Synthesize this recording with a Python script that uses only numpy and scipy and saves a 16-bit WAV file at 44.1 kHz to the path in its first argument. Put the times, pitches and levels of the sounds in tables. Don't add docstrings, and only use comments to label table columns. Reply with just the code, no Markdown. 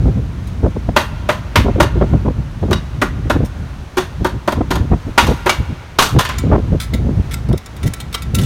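import sys
import numpy as np
from scipy import signal
from scipy.fft import rfft, irfft
from scipy.io import wavfile
from scipy.ndimage import uniform_filter1d

SR = 44100
rng = np.random.default_rng(int(sys.argv[2]) if len(sys.argv) > 2 else 0)


def dump(signal):
    limited = np.clip(np.atleast_2d(signal).T, -1, 1)
    pcm = np.round(limited * 32767).astype(np.int16)
    wavfile.write(sys.argv[1], SR, pcm)


N = 372644
TIME = np.arange(N) / SR
RING = np.arange(SR // 2) / SR


def undb(db):
    return 10 ** (np.asarray(db) / 20)


def unit(x):
    return x / np.sqrt(np.mean(x ** 2))


def fade(t60):
    return np.exp(-np.log(1000) * RING / t60)


def noise(gain, size):
    f = np.maximum(np.fft.rfftfreq(size, 1 / SR), 1)
    spectrum = rfft(rng.standard_normal(size)) * gain(f)
    return unit(irfft(spectrum, size))


def colour(points):
    hz, db = np.transpose(points)
    return lambda f: undb(np.interp(np.log(f), np.log(hz), db))


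def ripple(gain, depth_db, spacing_hz):
    db = depth_db * rng.standard_normal(400)
    return lambda f: gain(f) * undb(np.interp(f / spacing_hz, np.arange(len(db)), db))


def even(x, seconds):
    return x / np.sqrt(uniform_filter1d(x ** 2, int(seconds * SR)) + 1e-9)


def walk(rate):
    k = int(SR / rate)
    steps = np.repeat(rng.standard_normal(N // k + 1), k)
    return unit(uniform_filter1d(steps, k)[:N])


def add(out, s, sound):
    i = max(int(s * SR), 0)
    out[i:i + len(sound)] += sound[:N - i]


def damped_modes(hz, t60, detune):
    tuned = hz * (1 + detune * rng.standard_normal(len(hz)))
    cycles = tuned[:, None] * RING + rng.random((len(hz), 1))
    return np.sin(2 * np.pi * cycles) * fade(t60[:, None])


def air_flow():
    # (time [s], rumble level [dB])
    draught = [(0.0, -13), (0.42, -21.5), (0.86, -18.5), (1.52, -24), (1.73, -15), (2.08, -17.5),
               (2.74, -23), (3.34, -17.5), (3.93, -29.5), (4.19, -20.5), (4.37, -28), (4.75, -16.5),
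               (5.05, -30), (5.45, -24.5), (5.87, -32), (6.55, -18.5), (6.92, -22.5), (7.09, -16),
               (7.44, -19), (7.65, -34.5), (8.26, -22.5), (8.4, -14)]
    # (start [s], rumble level [dB], length [s], eddy level [dB])
    gusts_and_shake = [(0.057, -10, 0.033, -18.5), (0.171, -15.5, .02, -22.5), (0.634, -12, 0.041, -15),
                       (.763, -19, 0.0074, -15.5), (.885, -14.5, 0.011, -14.5), (1.588, -9, 0.024, -19.5),
                       (1.647, -20, 0.023, -15), (1.682, -23, 0.018, -12.5), (1.76, -15, 0.088, -18.5),
                       (1.956, -14, 0.037, -20), (2.013, -15, 0.029, -11.5), (2.133, -9.5, .022, -14),
                       (2.255, -30, 0.0092, -12.5), (2.282, -13.5, 0.018, -14.5), (2.383, -17, 0.014, -30),
                       (2.629, -17, 0.023, -16), (2.682, -16, 0.075, -20), (3.259, -19.5, 0.01, -22.5),
                       (3.358, -16, 0.011, -14), (3.401, -15, 0.04, -19), (4.205, -16, 0.027, -24),
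                       (4.347, -17, .02, -27), (4.574, -15, 0.013, -17.5), (4.61, -29, 0.0062, -12.5),
                       (4.798, -15.5, 0.05, -23), (4.917, -9, 0.024, -13.5), (5.071, -18.5, 0.025, -22),
                       (5.226, -17, 0.032, -21.5), (5.28, -13, .048, -14), (5.598, -14, 0.023, -27),
                       (5.694, -18.5, 0.027, -27.5), (6.151, -8, 0.025, -13.5), (6.438, -15, 0.073, -20.5),
                       (6.515, -11, 0.044, -10.5), (6.58, -25, 0.014, -16.5), (6.721, -12, 0.037, -19),
                       (6.932, -15, 0.023, -19), (6.992, -15.5, .03, -24.5), (7.048, -16, 0.063, -20),
                       (7.182, -10.5, 0.016, -33), (7.488, -12.5, 0.057, -18), (7.84, -13.5, 0.043, -30),
                       (8.336, -17, 0.11, -25)]
    draught_trim_db, swell_trim_db = -1, 1
    flutter_hz, flutter_db = 14, 2
    draught_eddy_db = -18
    attack_s, release_s = 0.003, 0.0092
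    swell_s, swell_share = 0.011, 0.44

    mean_db = np.interp(TIME, *np.transpose(draught)) + draught_trim_db
    flow = undb(mean_db + flutter_db * walk(flutter_hz))
    force = flow * undb(draught_eddy_db)
    for s, db, length, eddy_db in gusts_and_shake:
        near = abs(TIME - s) < 0.25
        since = TIME[near] - s
        swell = np.exp(-0.5 * ((since - length / 2) / (swell_s + swell_share * length)) ** 2)
        onset, ending = np.minimum(since, 0) / attack_s, np.maximum(since - length, 0) / release_s
        burst = np.exp(onset - ending)
        flow[near] = np.hypot(flow[near], undb(db + swell_trim_db) * swell)
        force[near] = np.hypot(force[near], undb(eddy_db) * burst)
    return flow, force


def wind_rumble(flow):
    # (frequency [Hz], level per Hz [dB])
    rumble_spectrum = [(20, -40), (33, -11), (58, 2.5), (85, -1), (125, -2), (180, -9), (260, -18),
                       (400, -26.5), (800, -38.5), (2000, -85)]
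    split_hz = 130
    rise, even_db = 0.35, -16
    pressure = even(noise(colour(rumble_spectrum), N), 0.0666)
    deep = signal.sosfiltfilt(signal.butter(2, split_hz, fs=SR, output="sos"), pressure)
    upper = pressure - deep
    return flow * (deep + upper * (flow / undb(even_db)) ** rise)


def wind_eddies(force):
    burst_hz, burst_db = 130.3, 2.5
    corner_hz, corner_at_db, top_hz = 560, -15.0, 1100
    force = force * even(undb(burst_db * walk(burst_hz)), 0.032)
    corner = np.minimum(corner_hz * (force / undb(corner_at_db)) ** 0.78, top_hz)
    eddies, power = 0, 0
    for hz in 220 * np.sqrt(2) ** np.arange(9):
        edges = [hz / 2 ** 0.25, hz * 2 ** 0.25]
        band_filter = signal.butter(2, edges, "band", fs=SR, output="sos")
        band = signal.sosfilt(band_filter, rng.standard_normal(N))
        weight = (hz / 220) ** -0.25 / np.sqrt(1 + (hz / corner) ** (2 * 2.84))
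        eddies = eddies + weight * unit(band)
        power = power + weight ** 2
    return force * even(eddies / np.sqrt(power), 0.033)


def wind():
    flow, force = air_flow()
    return wind_rumble(flow) + wind_eddies(force)


def workshop():
    # (frequency [Hz], level per Hz [dB])
    shop_spectrum = [(200, 8), (580, 3.5), (900, 3.5), (1400, 1), (2300, -4), (4000, -9), (5000, -13),
                     (6200, -12.5), (7500, -19), (9500, -21), (11000, -23.5), (15500, -28.5)]
    level_db = -38.5
    waver = undb(0.6 * walk(5))
    return noise(colour(shop_spectrum), N) * undb(level_db) * waver


def clink(db, t60, bright_hz, scrape_s):
    # (frequency [Hz], relative level [dB], decay t60 [s])
    rim_modes = [(1340, 0, 0.27), (1920, -6.5, 0.18), (2016, -7, 0.24), (2260, -5, 0.25), (3170, -21, .06),
                 (3570, 2, 0.1), (3800, -3, 0.14), (4040, -6, 0.084), (4530, -19.5, .05), (5400, -4, 0.097),
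                 (6870, -22, .04), (8000, -16, .04), (9200, 4, 0.047), (9600, -1, .03), (11500, -7, .03)]
    ring_db, tick_db = -5, -1
    hz, mode_db, mode_t60 = np.transpose(rim_modes)
    reach = lambda f: 1 / np.sqrt((1 + (f / bright_hz) ** 3.0) * (1 + (1100 / f) ** 4))

    share = undb(mode_db + 2 * rng.standard_normal(len(hz))) * reach(hz)
    share *= np.sqrt(2 / np.sum(share ** 2))
    rings = share @ damped_modes(hz, mode_t60, 0.008)

    growth = np.minimum(RING / scrape_s, 1) ** 0.4
    contact = np.minimum(fade(t60) * undb(60 * scrape_s / t60), 1)
    grain = undb(1.6 * walk(294)[:len(RING)])
    tick = noise(ripple(reach, depth_db=5, spacing_hz=198.2), len(RING)) * contact * grain
    return undb(db) * growth * (undb(ring_db) * rings + undb(tick_db) * tick)


def casting(db, reach, t60, spot_hz, spot_db):
    # (frequency [Hz], relative level [dB], t60 before the blow's extra damping [s])
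    housing_modes = [(367, 4.5, 0.3), (600.5, 7.5, 0.073), (777, 5.5, 0.035), (874, 0, 0.16),
                     (946.5, 3, 0.22), (1027.4, -3, 0.88), (1102, -6, 0.52), (1171, 2.5, 0.11),
                     (1227, -0.5, 0.13), (1397, 0.5, 0.25), (1476, -4, 0.42), (1770, -49, 0.083),
                     (1730, -21, 0.44), (1885, -5.5, 0.12), (2265, -14, 0.87), (2800, -7, 0.24),
                     (2923, -4, 0.21), (2765, -14, 0.29), (3150, -10, .28), (3680, -20, .22),
                     (3800, -10, 0.16), (4470, -22, .25), (5630, -12, 0.27), (6000, -8, 0.33)]
    modes_db, dense_db = -4, -5
    punch, jolt_s = 0.51, 0.027
    hz, mode_db, mode_t60 = np.transpose(housing_modes)
    rings = damped_modes(hz, mode_t60, 0.004) * fade(2 * t60)
    share = undb(mode_db + 2 * rng.standard_normal(len(hz))) * reach(hz)
    share *= undb(db + modes_db) * np.sqrt(2 / np.sum(share ** 2))
    share[np.argmin(abs(np.log(hz / spot_hz)))] = undb(spot_db)
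    crowd = even(noise(ripple(reach, depth_db=1.5, spacing_hz=124.6), len(RING)), 0.0027)
    dense = undb(db + dense_db) * crowd * fade(t60)
    jolt = 1 + punch * np.exp(-(RING / jolt_s) ** 4)
    return (share @ rings + dense) * jolt


def metal_clash(clash_db, bright_hz, t60, metal):
    bite = ripple(lambda f: metal(f) / np.hypot(1, f / (8 * bright_hz)), depth_db=1.5, spacing_hz=166.3)
    chatter = undb(1.2 * walk(163)[:len(RING)])
    decay = fade(0.23 * t60 / 0.14)
    return undb(clash_db) * noise(bite, len(RING)) * decay * chatter


def bench_thump(db, bass_hz):
    thump_db = -12
    spectrum = colour([(100, -25), (220, 1), (380, -4), (560, -33), (1200, -59)])
    bench = even(noise(spectrum, len(RING)), 0.021)
    return undb(db + thump_db) * 400 / bass_hz * bench * fade(0.19)


def knock(db, bright_hz, bass_hz, t60, spot_hz, spot_db, clash_db):
    reach = lambda f: 1 / np.sqrt((1 + (f / bright_hz) ** 5) * (1 + (bass_hz / f) ** 5))
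    metal = colour([(500, 5.5), (1400, 6.5), (2200, -7.0), (3500, 0), (5200, -7.5), (6500, -5.5),
                    (7600, -13.0), (9000, -9.0), (10800, -15.5), (13000, -10.5), (16000, -22.5)])
    slap = undb(-19) * noise(metal, len(RING)) * fade(0.036)
    push = 1 - np.exp(-(RING / 0.0039 * bright_hz / 1600) ** 2)
    body = casting(db, reach, t60, spot_hz, spot_db)
    clash = metal_clash(clash_db, bright_hz, t60, metal)
    return slap + push * (body + clash + bench_thump(db, bass_hz))


def room(x):
    early_db, early_t60 = -15, 0.19
    hall_db, hall_t60 = -27, 2.3
    early_gain = lambda f: 1 / np.hypot(1, f / 6000) / np.hypot(1, 800 / f)
    early = noise(early_gain, len(RING)) * fade(early_t60) * (RING > 0.025)
    hall_gain = lambda f: 1 / np.hypot(1, (f / 4000) ** 2) / np.hypot(1, 700 / f)
    hall = noise(hall_gain, N) * undb(-60 * TIME / hall_t60) * (TIME > 0.04)
    response = undb(hall_db) * hall / np.linalg.norm(hall)
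    add(response, 0, undb(early_db) * early / np.linalg.norm(early))
    return signal.fftconvolve(x, response)[:N]


def scene():
    # (time [s], level [dB], brightness corner [Hz], damping t60 [s],
    # favoured mode [Hz], its level [dB], clash of metal [dB])
    blows = [(.962, -3.5, 2170, .15, 595, -3, -13), (1.289, -7, 1940, 0.14, 595, -3, -19),
             (1.556, -3, 2960, 0.12, 944, -10.5, -13), (1.8, 0.5, 1620, 0.066, 595, 3, -7.5),
             (1.827, -14, 2480, 0.047, 1400, -25.5, -13.5), (2.71, -12, 1400, 0.07, 371, -6.5, -21),
             (2.729, -10.5, 4320, 0.053, 4000, -17, -26), (3.016, -2, 1470, 0.088, 1400, -12, -16),
             (3.298, -2, 1400, 0.073, 1484, -15, -13.5), (3.97, -8.5, 1470, 0.13, 371, -5, -16),
             (4.246, -8, 1490, 0.1, 371, -8.5, -18), (4.476, -6, 1460, 0.091, 595, -7, -19.5),
             (4.522, -8, 1540, 0.044, 371, -18, -19), (4.706, -5, 1220, 0.091, 371, -10.5, -14.5),
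             (4.756, -9, 1230, 0.057, 371, -17, -20.5), (5.177, -1.5, 3000, 0.18, 944, -3, -10),
             (5.268, -24, 3500, 0.36, 1106, -33, -28.5), (5.46, -9, 1750, 0.25, 371, -13.5, -19.5),
             (5.493, -6.5, 4240, 0.095, 2243, -15, -16), (5.986, -7, 3640, 0.18, 1106, -12.5, -7),
             (6.022, -12, 6140, .19, 3031, -28, -17), (6.187, -12.5, 3520, 0.16, 1030, -14.5, -14),
             (6.209, -17, 3700, 0.067, 1824, -15, -32), (6.25, -18.5, 3640, 0.2, 1818, -20, -40),
             (6.29, -20.5, 2800, .39, 1030, -27, -46), (8.146, -23, 4000, 0.054, 1400, -28, -20)]
    # (time [s], level [dB], scrape decay t60 [s], brightness corner [Hz], scraping time [s])
    touches = [(0.472, -40.5, 0.095, 14000, .001), (3.447, -36, 0.075, 9000, 0.013),
               (6.382, -23.5, 0.067, 6000, 0.0054), (6.8, -22, 0.17, 5460, 0.0044),
               (6.935, -24, .08, 4200, .007), (7.31, -27.5, 0.12, 6000, 0.0054),
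               (7.334, -23.5, 0.043, 7000, 0.0087), (7.486, -36.5, 0.067, 4000, 0.0045),
               (7.528, -30.5, 0.036, 4970, 0.0019), (7.575, -30.5, 0.046, 11900, 0.005),
               (7.66, -33, 0.046, 5960, 0.002), (7.765, -36.5, .04, 12000, 0.0016),
               (7.83, -27.5, 0.081, 4970, 0.0027), (7.859, -27.5, 0.047, 6900, 0.021),
               (7.935, -24.5, .04, 10000, 0.004), (8.001, -25.5, 0.059, 8000, 0.0045),
               (8.127, -27, 0.048, 8000, 0.0031), (8.141, -19, 0.031, 7900, 0.01),
               (8.221, -27, 0.055, 8000, 0.0017), (8.346, -16.5, 0.067, 14000, 0.0056),
               (8.383, -20, 0.074, 4180, 0.0062), (8.411, -28, 0.12, 7000, .006),
               (8.433, -27, .1, 6000, 0.0061)]
    soft_bright_hz, soft_bass_hz = 1540, 378
    bass_rise = 0.71
    joint_opens_s, loose_bass = 5.9, 1.43
    clink_wet_db = -5

    knocks, clinks = np.zeros((2, N))
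    for s, db, bright_hz, *blow in blows:
        bass_hz = soft_bass_hz * (bright_hz / soft_bright_hz) ** bass_rise
        if s > joint_opens_s:
            bass_hz *= loose_bass
        add(knocks, s, knock(db, bright_hz, bass_hz, *blow))
    for s, *touch in touches:
        add(clinks, s, clink(*touch))
    reflections = room(knocks + undb(clink_wet_db) * clinks)
    return (wind() + workshop() + clinks + knocks + reflections)[None]


def record(dry):
    clipped = dry / (1 + dry ** 16) ** (1 / 16)
    low_pass = signal.ellip(12, 0.1, 80, 16000, fs=SR, output="sos")
    return signal.sosfilt(low_pass, clipped)


dry = scene()
out = record(dry)
dump(out)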